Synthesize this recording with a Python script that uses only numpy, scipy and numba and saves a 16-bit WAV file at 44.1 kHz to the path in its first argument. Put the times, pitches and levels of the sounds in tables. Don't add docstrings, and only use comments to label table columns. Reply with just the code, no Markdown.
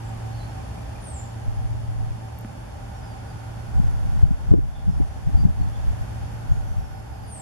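import sys
import numpy as np
from scipy import signal
from scipy.fft import rfft, irfft
from scipy.io import wavfile
from scipy.ndimage import uniform_filter1d
from numba import njit

SR = 44100
rng = np.random.default_rng(int(sys.argv[2]) if len(sys.argv) > 2 else 0)


def materialize(psi):
    bounded = np.clip(np.atleast_2d(psi).T, -1, 1)
    quanta = np.round(bounded * 32767).astype(np.int16)
    wavfile.write(sys.argv[1], SR, quanta)


N = 326781
TIME = np.arange(N) / SR


def undb(db):
    return 10 ** (np.asarray(db) / 20)


def unit(x):
    return x / np.sqrt(np.mean(x ** 2))


def walk(rate_hz):
    hold = max(int(SR / rate_hz), 1)
    steps = np.repeat(rng.standard_normal(N // hold + 1), hold)
    return unit(uniform_filter1d(uniform_filter1d(steps, hold), hold)[:N])


def swells(rows):
    return sum(undb(db) * np.exp(-((TIME - peak_s) / half_s) ** 2 / 2) for peak_s, half_s, db in rows)


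@njit
def lowpass(x, corner_hz, damping):
    y, band_state, low_state = np.empty(len(x)), 0., 0.
    for i in range(len(x)):
        g = np.tan(np.pi * corner_hz[i] / SR)
        band = (band_state + g * (x[i] - low_state)) / (1 + g * (g + damping))
        y[i] = low_state + g * band
        band_state, low_state = 2 * band - band_state, 2 * y[i] - low_state
    return y


def resonate(x, hz, width_hz):
    return signal.lfilter(*signal.iirpeak(hz, hz / width_hz, fs=SR), x)


def noise_band(hz, width_hz):
    sos = signal.butter(2, width_hz / 2, fs=SR, output="sos")
    real, imag = signal.sosfilt(sos, rng.standard_normal((2, N)))
    phase = 2 * np.pi * np.cumsum(np.broadcast_to(hz, N)) / SR
    return (unit(real) + 1j * unit(imag)) * np.exp(1j * phase)


def scatter(x, early_db, late_db, early_decay_s=0.0074, t60_s=0.42):
    t = TIME[:SR // 2]
    early, late = np.exp(-t / early_decay_s), undb(-60 * t / t60_s)
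    early *= undb(early_db) / np.linalg.norm(early)
    late *= undb(late_db) / np.linalg.norm(late)
    tails = rng.standard_normal((2, len(t))) * np.hypot(early, late)
    return x + signal.fftconvolve(x[None], tails, axes=1)[:, :N]


# frequency in Hz, mid density in dB per Hz, side density in dB per Hz.
AIR_SPECTRUM = [(20, -88, -71.5), (43.7, -57.5, -79), (74, -54, -67), (144, -63.5, -71.5),
                (255, -72, -71.5), (405, -80.5, -74.5), (860, -76.5, -80.5), (1176, -83.5, -82),
                (1715, -85, -87.5), (2030, -90, -88), (3350, -93.5, -92.5), (7730, -98.5, -98.5),
                (10650, -102, -102), (14100, -110, -110)]


def air(swell_db=-1.07):
    log_hz = np.log(np.maximum(np.fft.rfftfreq(N, 1 / SR), 1))
    points_hz, *densities_db = np.transpose(AIR_SPECTRUM)
    gains = [undb(np.interp(log_hz, np.log(points_hz), db)) * np.sqrt(SR / 2) for db in densities_db]
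    mid, side = (irfft(rfft(rng.standard_normal(N)) * gain, N) for gain in gains)
    return np.array([mid + side, mid - side]) * undb(swell_db * walk(1.9))


# peak time in seconds, half length in seconds, level in dB.
ENGINE_THROBS = [(.2, 0.36, -32.5), (1.82, 0.5, -33), (3.65, 0.51, -37), (6.15, 0.45, -35), (7.25, .2, -44)]


def engine(firing_hz=113.4, waver=0.0037, second_harmonic_db=-29):
    phase = 2 * np.pi * np.cumsum(firing_hz * (1 + waver * walk(5.98))) / SR
    tone = np.sqrt(2) * (np.sin(phase) + undb(second_harmonic_db) * np.sin(2 * phase))
    return tone * swells(ENGINE_THROBS) * undb([[-1], [1]])


# frequency in Hz, width in Hz, level in dB.
BODY_MODES = [(417, 18, -65.5), (594.7, 60, -58.5), (639, 55, -59), (764, 13, -54), (794, 48, -52),
              (880.6, 27.5, -58)]
# peak time in seconds, half length in seconds, level in dB.
UPPER_MODE_SWELLS = [(3.8, 0.9, -56.5), (6.6, 0.55, -57.5)]


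def lens(left_lead_rad=1.68, whine_start_hz=10860, rise_hz_per_s=62, whine_db=-69, waver=0.0044):
    body = sum(undb(db) * noise_band(hz, width_hz) for hz, width_hz, db in BODY_MODES)
    body += swells(UPPER_MODE_SWELLS) * noise_band(hz=1450, width_hz=170)
    ports = np.array([[undb(-3.5) * np.exp(1j * left_lead_rad)], [undb(3.5)]])
    whine_hz = (whine_start_hz + rise_hz_per_s * TIME) * (1 + waver * walk(6))
    whine = undb(whine_db) * noise_band(whine_hz, width_hz=300)
    return np.real(body * ports + whine)


# start in seconds, length in seconds, pitch in Hz, slide in Hz, level in dB, trill depth in Hz.
FAR_CHIRPS = [(.01, 0.13, 7700, -190, -65, 60), (.315, .2, 4320, 61, -61.5, 150),
              (.39, 0.051, 4050, -26, -54.5, 30), (2.924, 0.086, 5700, -300, -66, 40),
              (3.02, .12, 5160, -560, -61.5, 30), (3.275, 0.048, 4800, -40, -62, 27.78),
              (4.728, 0.09, 3690, -300, -62.5, 171), (4.9, .07, 5400, -200, -60, 280),
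              (5.07, .09, 5900, -67, -63, 70), (5.363, .09, 4730, -40, -61, 40),
              (5.591, 0.1, 4450, -70, -67, 30), (5.72, .09, 3400, 3, -62.5, 190)]


def far_birds(gain_db=-1.5, trill_rate_hz=70, waver=0.0092, flutter_db=3.0):
    song = np.zeros(N)
    drift = 1 + waver * walk(90)
    for start_s, length_s, pitch_hz, slide_hz, db, depth_hz in FAR_CHIRPS + pips() + falling_run():
        on = (TIME > start_s) & (TIME < start_s + length_s)
        progress = (TIME[on] - start_s) / length_s
        trill_hz = depth_hz * np.sin(2 * np.pi * trill_rate_hz * TIME[on])
        hz = (pitch_hz + slide_hz * progress) * drift[on] + trill_hz
        envelope = np.sqrt(2 * np.abs(np.sin(np.pi * progress)))
        song[on] += undb(db + gain_db) * envelope * np.sin(2 * np.pi * np.cumsum(hz) / SR)
    return scatter(song * undb(flutter_db * walk(70)), early_db=-7, late_db=-0.5)


def pips(count=3, start_s=0.596, every_s=0.178, length_s=0.018, hz=2400, db=-53.5):
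    return [(start_s + k * every_s, length_s, hz, 0, db, 0) for k in range(count)]


# start in seconds, level in dB.
NEAR_CALLS = [(1, -49.5), (7.258, -48)]


def near_bird(start_hz=10090, end_hz=6940, bend=1.37, waver=0.004, flutter_db=-0.5,
              length_s=0.215, attack_s=0.066, release_s=0.018):
    song = np.zeros(N)
    for start_s, db in NEAR_CALLS:
        age_s = TIME - start_s
        remaining = np.clip(1 - age_s / length_s, 0, 1)
        hz = (end_hz + (start_hz - end_hz) * remaining ** bend) * (1 + waver * walk(150))
        envelope = np.clip(np.minimum(age_s / attack_s, (length_s - age_s) / release_s), 0, 1)
        whistle = np.sqrt(2) * np.sin(2 * np.pi * np.cumsum(hz) / SR)
        song += undb(db + flutter_db * walk(120)) * envelope * whistle
    return scatter(song, early_db=-26, late_db=5)


# start in seconds, hold in seconds, level in dB.
WIND_GUSTS = [(1.5, 0.61, -27), (3.78, 0.53, -19.5), (4.525, 0.034, -6.5), (4.89, 0.11, -18),
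              (5.27, 0.2, -17), (5.604, .03, -16), (5.816, 0.09, -20.5), (6.503, 0.073, -20),
              (6.75, 0.026, -19.5)]
# peak time in seconds, half length in seconds, level in dB.
BREEZE_SWELLS = [(5.57, 1.1, -33.5)]


def gust_level_db(rise_db_per_s=239, fall_db_per_s=142):
    power = swells(BREEZE_SWELLS) ** 2
    for start_s, hold_s, db in WIND_GUSTS:
        before_s = np.maximum(start_s - TIME, 0)
        after_s = np.maximum(TIME - start_s - hold_s, 0)
        power += undb(db - rise_db_per_s * before_s - fall_db_per_s * after_s) ** 2
    return 10 * np.log10(power + 1e-12)


def turbulence(gust_db, clump_db=3.0, ref_hz=135, ref_db=-11, db_per_octave=14, max_swing=0.7):
    level_db = gust_db + clump_db * walk(45)
    corner_hz = np.clip(ref_hz * 2 ** ((level_db - ref_db) / db_per_octave), 60, 400)
    flow = lowpass(rng.standard_normal(N), corner_hz, damping=1.74)
    flow = lowpass(flow, 1.51 * corner_hz, damping=1.25) / np.sqrt(corner_hz)
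    flow = unit(signal.sosfilt(signal.butter(2, 20, "high", fs=SR, output="sos"), flow))
    return max_swing * np.tanh(flow * undb(level_db) / max_swing)


def wind(gust_mid_db=-16, buffet_mid_db=-15):
    gust_db, blows = gust_level_db(), buffets()
    side = turbulence(gust_db) + blows
    mid = undb(gust_mid_db) * turbulence(gust_db) + undb(buffet_mid_db) * blows
    return np.array([mid + side, mid - side])


# start in seconds, peak in dB, frequency in Hz, decay time in seconds.
BRIGHT_TICKS = [(2.387, -37, 13400, .0018), (2.4101, -43, 12300, 0.0013)]


def ticks(width_hz=2000):
    out = np.zeros(N)
    for start_s, db, hz, decay_s in BRIGHT_TICKS:
        envelope = (TIME > start_s) * np.exp(-np.abs(TIME - start_s) / decay_s)
        ring = resonate(rng.standard_normal(N) * envelope, hz, width_hz)
        out += undb(db) * ring / np.abs(ring).max()
    return out


def knock(start_s=2.4475, ring_hz=205, ring_db=-26.5, rise_s=0.0031,
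          click_hz=1900, click_db=-28, click_decay_s=0.00029):
    age_s = np.maximum(TIME - start_s, 0)
    envelope = age_s / rise_s * np.exp(1 - age_s / rise_s)
    ring = np.sin(2 * np.pi * ring_hz * age_s) * envelope
    click = np.sin(2 * np.pi * click_hz * age_s) * np.exp(-age_s / click_decay_s)
    return undb(ring_db) * ring - undb(click_db) * click


# centre in seconds, level in dB, first eddy frequency in Hz, step per eddy in dB.
EDDY_TRAINS = [(3.802, -6, 146, -22), (4.237, 3.5, 80, -9.5), (4.312, -5.5, 159, -14),
               (4.516, 0.5, 111, -2.5), (4.539, 4.5, 285, -10), (4.587, -5, 225, -10),
               (4.899, -7.5, 137, -15), (5.003, -8, 213, -10), (5.274, -7.5, 108.4, -7),
               (5.355, -5, 57, -18), (5.455, 2, 135, -12.5), (6.524, -7, 76.5, -19)]


def buffets(eddy_count=5, pitch_ratio=1.33, gap_cycles=1.38):
    out = np.zeros(N)
    for centre_s, db, hz, step_db in EDDY_TRAINS:
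        for k in range(eddy_count):
            cycles = np.clip(hz * (TIME - centre_s), -3, 3)
            out += undb(db + k * step_db) * np.sin(2 * np.pi * cycles) * np.exp(-np.pi * cycles ** 2)
            centre_s += gap_cycles / hz
            hz *= pitch_ratio
    return out


def falling_run(count=6, start_s=6.49, every_s=0.14, length_s=0.13, db=-65.5, step_db=-0.2,
                start_hz=6830, floor_hz=4500, step_share=0.32, slide_hz=-120, trill_depth_hz=170):
    pitches_hz = [floor_hz + (start_hz - floor_hz) * (1 - step_share) ** k for k in range(count)]
    return [(start_s + k * every_s, length_s, hz, slide_hz, db + k * step_db, trill_depth_hz)
            for k, hz in enumerate(pitches_hz)]


def scene():
    return wind() + air() + engine() + lens() + near_bird() + far_birds() + ticks() + knock()


@njit
def limiter_gain(peak, ceiling, attack_s, release_s):
    gains, gain = np.empty(len(peak)), 1.
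    for i in range(len(peak)):
        allowed = ceiling / (peak[i] + 1e-9)
        if allowed < gain:
            gain += (allowed - gain) / (1 + attack_s * SR)
        else:
            gain += (1 - gain) / (release_s * SR)
        gains[i] = gain
    return gains


def record(dry, notch_hz=3960, top_hz=13700):
    for hz in (notch_hz, 2 * notch_hz):
        dry = dry - resonate(dry, hz, width_hz=300)
    gain = limiter_gain(np.abs(dry).max(axis=0), ceiling=0.94, attack_s=0.000069, release_s=0.34)
    limited = np.clip(dry * gain, -1, 1)
    return signal.sosfilt(signal.ellip(8, 0.2, 70, top_hz, fs=SR, output="sos"), limited)


dry = scene()
out = record(dry)
materialize(out)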